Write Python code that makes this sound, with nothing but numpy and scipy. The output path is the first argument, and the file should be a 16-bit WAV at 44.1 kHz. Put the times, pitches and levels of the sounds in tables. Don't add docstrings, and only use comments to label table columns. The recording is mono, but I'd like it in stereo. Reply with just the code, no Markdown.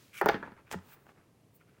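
import sys
import numpy as np
from scipy import signal
from scipy.fft import rfft, irfft, next_fast_len
from scipy.io import wavfile

SR = 44100
rng = np.random.default_rng(int(sys.argv[2]) if len(sys.argv) > 2 else 0)


def bounce(signal):
    frames = np.transpose(np.atleast_2d(signal))
    limited = np.clip(frames, -1, 1)
    pcm = np.round(limited * 32767).astype(np.int16)
    wavfile.write(sys.argv[1], SR, pcm)


N = 79380
TOP_HZ = 16300


def amp(db):
    return 10 ** (np.asarray(db) / 20)


def unit(x):
    return x / np.sqrt(np.mean(x ** 2) + 1e-20)


def along(points, hz):
    point_hz, value = np.transpose(points)
    return np.interp(np.log(hz + 1), np.log(point_hz + 1), value)


def filtered(x, response):
    n = x.shape[-1]
    padded = 2 * next_fast_len(n)
    spectrum = rfft(x, padded) * response(np.fft.rfftfreq(padded, 1 / SR))
    return irfft(spectrum, padded)[..., :n]


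def causal(db):
    cepstrum = irfft(db * np.log(10) / 20)
    half = len(cepstrum) // 2
    cepstrum[1:half] *= 2
    cepstrum[half + 1:] = 0
    return np.exp(rfft(cepstrum))


def noise(n):
    # hz, likeness (1 = mono)
    likeness = [(30, 0.54), (120, 0.89), (300, 0.61), (600, 0.4), (1200, 0.53), (2200, 0.11), (4500, 0.1),
                (8000, 0.13), (14000, 0.62)]

    def mid_side_gains(hz):
        angle = np.arccos(np.clip(along(likeness, hz), -1, 1)) / 2
        return np.array([np.cos(angle), np.sin(angle)])

    mid, side = filtered(rng.standard_normal((2, n)), mid_side_gains)
    return np.array([mid + side, mid - side])


def add(out, start_s, x):
    i = max(0, round(start_s * SR))
    out[:, i:i + x.shape[-1]] += x[..., :N - i]


def body(hz):
    # centre_hz, width_hz, peak_db
    resonances = [(377, 130, 3), (727, 47, 2), (850, 120, 9), (980, 50, 3), (1130, 90, 0), (1395, 110, 5),
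                  (1550, 60, 3), (1836, 42, 1), (3190, 160, 4.5), (3540, 300, 5)]
    return sum(db / (1 + (2 * (hz - centre) / width) ** 2) for centre, width, db in resonances)


def contacts(rows, colour, gain_db, rattle_db, tick_t60, dull_hz):
    # low_hz, high_hz
    bands = [(90, 250), (250, 600), (600, 1200), (1200, 2500), (2500, 7000), (7000, 16000)]
    low_hz, high_hz = np.transpose(bands)
    centre_hz = np.sqrt(low_hz * high_hz)
    width_db = 10 * np.log10(2 * (high_hz - low_hz) / SR)
    out, t = np.zeros((2, N)), np.arange(SR // 4) / SR

    def dull(hz):
        return 1 / (1 + (hz / dull_hz) ** 4)

    def bright(hz):
        return 1 - dull(hz)

    for start_s, *levels_db, rattle_t60, bend_s in rows:
        rattle = 0
        for band, t60 in [(dull, rattle_t60), (bright, tick_t60)]:
            rattle = rattle + filtered(noise(len(t)), band) * unit(amp(-60 * t / t60))
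        rattle = rattle / np.sqrt(len(t))
        push = t == 0
        force = (push + amp(rattle_db) * rattle) / np.hypot(1, amp(rattle_db))
        shape = np.c_[centre_hz, np.array(levels_db) - width_db]

        def response(hz):
            path = np.sqrt(1000 * hz) - hz * np.sqrt(1000 / TOP_HZ) / 2
            bend = np.exp(-4j * np.pi * bend_s * path)
            return causal(along(shape, hz) + along(colour, hz) + body(hz)) * bend

        add(out, start_s, filtered(force, response))
    return amp(gain_db) * out


def notebook_knocks():
    # (bending delay at 1 kHz, before the band limit's own delay is taken off)
    knocks = [(.2125, -55.5, -45, -35, -34.5, -58.5, -56.5, 0.02, 0.0011),
              (.2149, -60, -30, -35.5, -33.5, -57, -50, 0.087, 0.00049),
              (.2598, -42.5, -31.5, -27.5, -32.5, -52, -47, 0.083, .0007),
              (.2854, -36.5, -44, -41, -41.5, -46.5, -49, 0.017, 0.00082),
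              (.2886, -46, -28.5, -37.5, -26.5, -35, -50.5, 0.02, 0.00025),
              (.2958, -40.5, -39.5, -33, -33, -44.5, -68, 0.017, 0.00048),
              (.343, -37, -34.5, -55.5, -39, -53.5, -99, 0.1, 0.001),
              (.4268, -50.5, -51, -50, -43.5, -67.5, -91, 0.085, 0.0006),
              (.475, -60, -60, -51, -57.5, -86, -92, 0.059, 0.00056),
              (.519, -47, -69, -61, -60, -78, -87, 0.054, 0.00109),
              (.7414, -46.5, -49.5, -49.5, -45, -68.5, -74, 0.02, 0.0015)]
    # hz, gain_db
    knock_colour = [(30, -36), (100, -15.5), (170, -5), (400, -0.5), (1000, -3.5), (1700, 1), (2600, -4.5),
                    (3500, -2.5), (3900, -5), (4400, 5.5), (5500, -1), (7500, -7), (11000, -7),
                    (14500, 3.5)]
    return contacts(knocks, knock_colour, gain_db=31, rattle_db=9.5, tick_t60=0.0043, dull_hz=6540)


def ringing(x):
    # pitch_hz, level_db, t60_s
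    rings = [(197, 5.5, 0.41), (242.4, 3, .5), (432.6, -2.5, 0.2), (547, -4, .3), (674, 1.5, .3),
             (814.2, 0.5, .25), (910, -5, 0.34), (978, 0.5, .3), (1283, -2.5, 0.31), (1557, -3.5, 0.2),
             (1694, -3.5, 0.13), (1831, -1, 0.18)]

    def response(hz):
        total = 0
        for pitch, db, t60 in rings:
            width = np.log(1000) / np.pi / t60
            drive = 1j * hz * width
            total = total + amp(db) * drive / (pitch * pitch - hz * hz + drive)
        return total

    return filtered(x, response)


def thuds(attack_s):
    # start_s, level_db (scales the modes)
    weights = [(0.238, -36.5), (0.267, -49), (0.349, -42.5), (0.7516, -34)]
    # pitch_hz, level_db (within a thud), t60_s
    low_modes = [(90, -7, 0.24), (184.6, 8.5, 0.099), (375, -16, 0.1)]
    out, t = np.zeros((2, N)), np.arange(SR // 2) / SR
    swell = 1 - np.exp(-t / attack_s)
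    ring = sum(amp(db - 60 * t / t60) * np.sin(2 * np.pi * pitch * t) for pitch, db, t60 in low_modes)
    for start_s, level_db in weights:
        add(out, start_s, amp(level_db) * ring * swell)
    return out


def finger_taps():
    # (bending delay at 1 kHz, before the band limit's own delay is taken off)
    taps = [(.7139, -71, -55, -48, -57.5, -46.5, -51, 0.015, 0.00033),
            (.7268, -48.5, -53.5, -64, -52.5, -53.5, -46, 0.075, .0002),
            (.7372, -61, -73, -50, -63, -62, -87, 0.016, 0.00043),
            (.788, -56.5, -79, -60, -63, -70, -86, 0.01, 0.00038),
            (1.067, -79, -66, -66, -73.5, -77, -82, 0.021, 0.00055),
            (1.119, -59, -64, -78, -87, -81, -88, 0.012, 0.00064)]
    # hz, gain_db
    tap_colour = [(40, -22), (150, -4.5), (500, -4.5), (850, -3.5), (1600, 3), (3000, 0), (4700, -14),
                  (7000, 2), (11000, -15.5), (15000, -26)]
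    return contacts(taps, tap_colour, gain_db=31.5, rattle_db=0, tick_t60=0.012, dull_hz=5900)


def rub(strokes, spectrum, rough_db, slips_per_s):
    t, power = np.arange(N) / SR, np.zeros(N)
    for peak_s, db, rise_s, fall_s in strokes:
        away = np.where(t < peak_s, (peak_s - t) / rise_s, (t - peak_s) / fall_s)
        power += amp(db - 20 * 2 * away ** 2 / (1 + away)) ** 2
    unevenness = np.interp(t * slips_per_s, np.arange(N), rng.standard_normal(N))
    slips = amp(rough_db * unevenness)
    grain = filtered(noise(N) * slips, lambda hz: causal(along(spectrum, hz)))
    return np.sqrt(power) * unit(grain)


def sleeve_brush():
    # peak_s, level_db, rise_s, fall_s
    strokes = [(.185, -41.5, 0.052, 0.034), (.141, -51, 0.0088, .035)]
    # hz, db_per_hz
    spectrum = [(300, -36.5), (800, -27.5), (1450, -7), (1850, -14.5), (2100, -3.5), (2350, 1),
                (2600, -9.5), (3100, -10.5), (4300, -24), (6000, -20), (12000, -25), (16000, -27)]
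    return rub(strokes, spectrum, rough_db=-4, slips_per_s=1200)


def leather_rub():
    # peak_s, level_db, rise_s, fall_s
    strokes = [(.02, -62, 0.22, 0.19), (.722, -42.5, .016, 0.029), (.93, -62, 0.16, 0.036),
               (1.098, -70.5, 0.034, .03)]
    # hz, db_per_hz
    spectrum = [(200, -11.5), (700, -8.5), (1500, -1.5), (2500, 0), (4000, -2.5), (7000, -5.5),
                (11000, -11.5), (16000, -9)]
    return rub(strokes, spectrum, rough_db=1.5, slips_per_s=600)


def palm_rub():
    # peak_s, level_db, rise_s, fall_s
    strokes = [(.243, -39.5, 0.0099, 0.023), (.31, -37.5, 0.039, 0.09), (.45, -52.5, 0.09, .1),
               (.59, -57, 0.053, 0.038), (.738, -44, 0.034, 0.012), (.93, -63.5, 0.35, 0.18),
               (1.095, -60, 0.063, 0.039), (1.18, -66.5, 0.076, 0.15)]
    # hz, db_per_hz
    spectrum = [(80, -1.5), (350, 1.5), (900, 3.5), (1500, 2), (2500, -5), (4000, -19.5), (8000, -30.5),
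                (16000, -39)]
    return rub(strokes, spectrum, rough_db=3.0, slips_per_s=400)


def cord_rub():
    # peak_s, level_db, rise_s, fall_s
    strokes = [(.19, -59.5, .065, .04), (.305, -63, .015, 0.032), (.87, -71.5, 0.068, 0.035),
               (.935, -58.5, 0.08, 0.033), (1.02, -75.5, 0.14, 0.11), (1.56, -63.5, 0.032, 0.027)]
    # hz, db_per_hz
    spectrum = [(1000, -35), (6000, -30.5), (8500, -15), (12000, -19.5), (14500, -5.5), (15700, -4),
                (17000, -16)]
    return rub(strokes, spectrum, rough_db=1, slips_per_s=1130)


def fingertip_slides():
    # peak_s, level_db, rise_s, fall_s
    strokes = [(.684, -60, 0.033, 0.05), (.935, -57, 0.022, 0.015), (1.617, -64, 0.028, 0.033),
               (1.686, -65.5, .02, .035), (1.77, -71, 0.098, 0.086)]
    # hz, db_per_hz
    spectrum = [(500, -34), (1000, -5), (1400, 10.5), (1800, 1.5), (2300, 5), (3200, -5.5), (4500, -17),
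                (10000, -33), (16000, -16)]
    return rub(strokes, spectrum, rough_db=6.5, slips_per_s=500)


def room(x, delay_s):
    # hz, t60_s
    decay = [(100, 0.8), (400, 0.13), (1600, 0.27), (4000, 0.23), (9000, 0.28), (15000, 0.28)]
    # hz, gain_db
    tail_colour = [(100, -2), (600, 3), (1600, -0.5), (5000, 1.5), (14000, -6.5)]
    hz, t, grains = signal.stft(noise(SR // 2), SR, nperseg=256)
    fading = grains * amp(-60 * t / along(decay, hz)[:, None])
    tail = signal.istft(fading, SR, nperseg=256)[1]
    tail = filtered(tail / np.linalg.norm(tail[0]), lambda f: amp(along(tail_colour, f)))
    tail = np.pad(tail, ((0, 0), (round(delay_s * SR), 0)))
    return signal.fftconvolve(x, tail, axes=1)[:, :N]


def room_tone(level_db):
    # hz, db_per_hz
    air = [(15, -57.5), (25, -35), (114, -5.5), (223, -13.5), (394, -15), (560, -18.5), (734, -22.5),
           (796, -25), (1290, -28.5), (1400, -36), (1650, -30.5), (2760, -31.5), (3160, -34.5),
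           (10700, -39), (16000, -45)]
    tone = unit(filtered(noise(N), lambda hz: amp(along(air, hz))))
    return amp(level_db) * tone * amp([[-1.1], [1.1]])


def scene():
    knocks = notebook_knocks()
    hands = knocks + ringing(knocks) + finger_taps()
    hands += sleeve_brush() + leather_rub() + palm_rub() + cord_rub() + fingertip_slides()
    room_db, pan_db = -11.5, -3.5
    near = hands + amp(room_db) * room(hands, delay_s=0.0074) + thuds(attack_s=0.009)
    near = near * amp([[pan_db / 2], [-pan_db / 2]])
    return near + room_tone(level_db=-64)


def record(dry):
    return filtered(dry, lambda hz: 1 / (1 + (hz / TOP_HZ) ** 120))


dry = scene()
out = record(dry)
bounce(out)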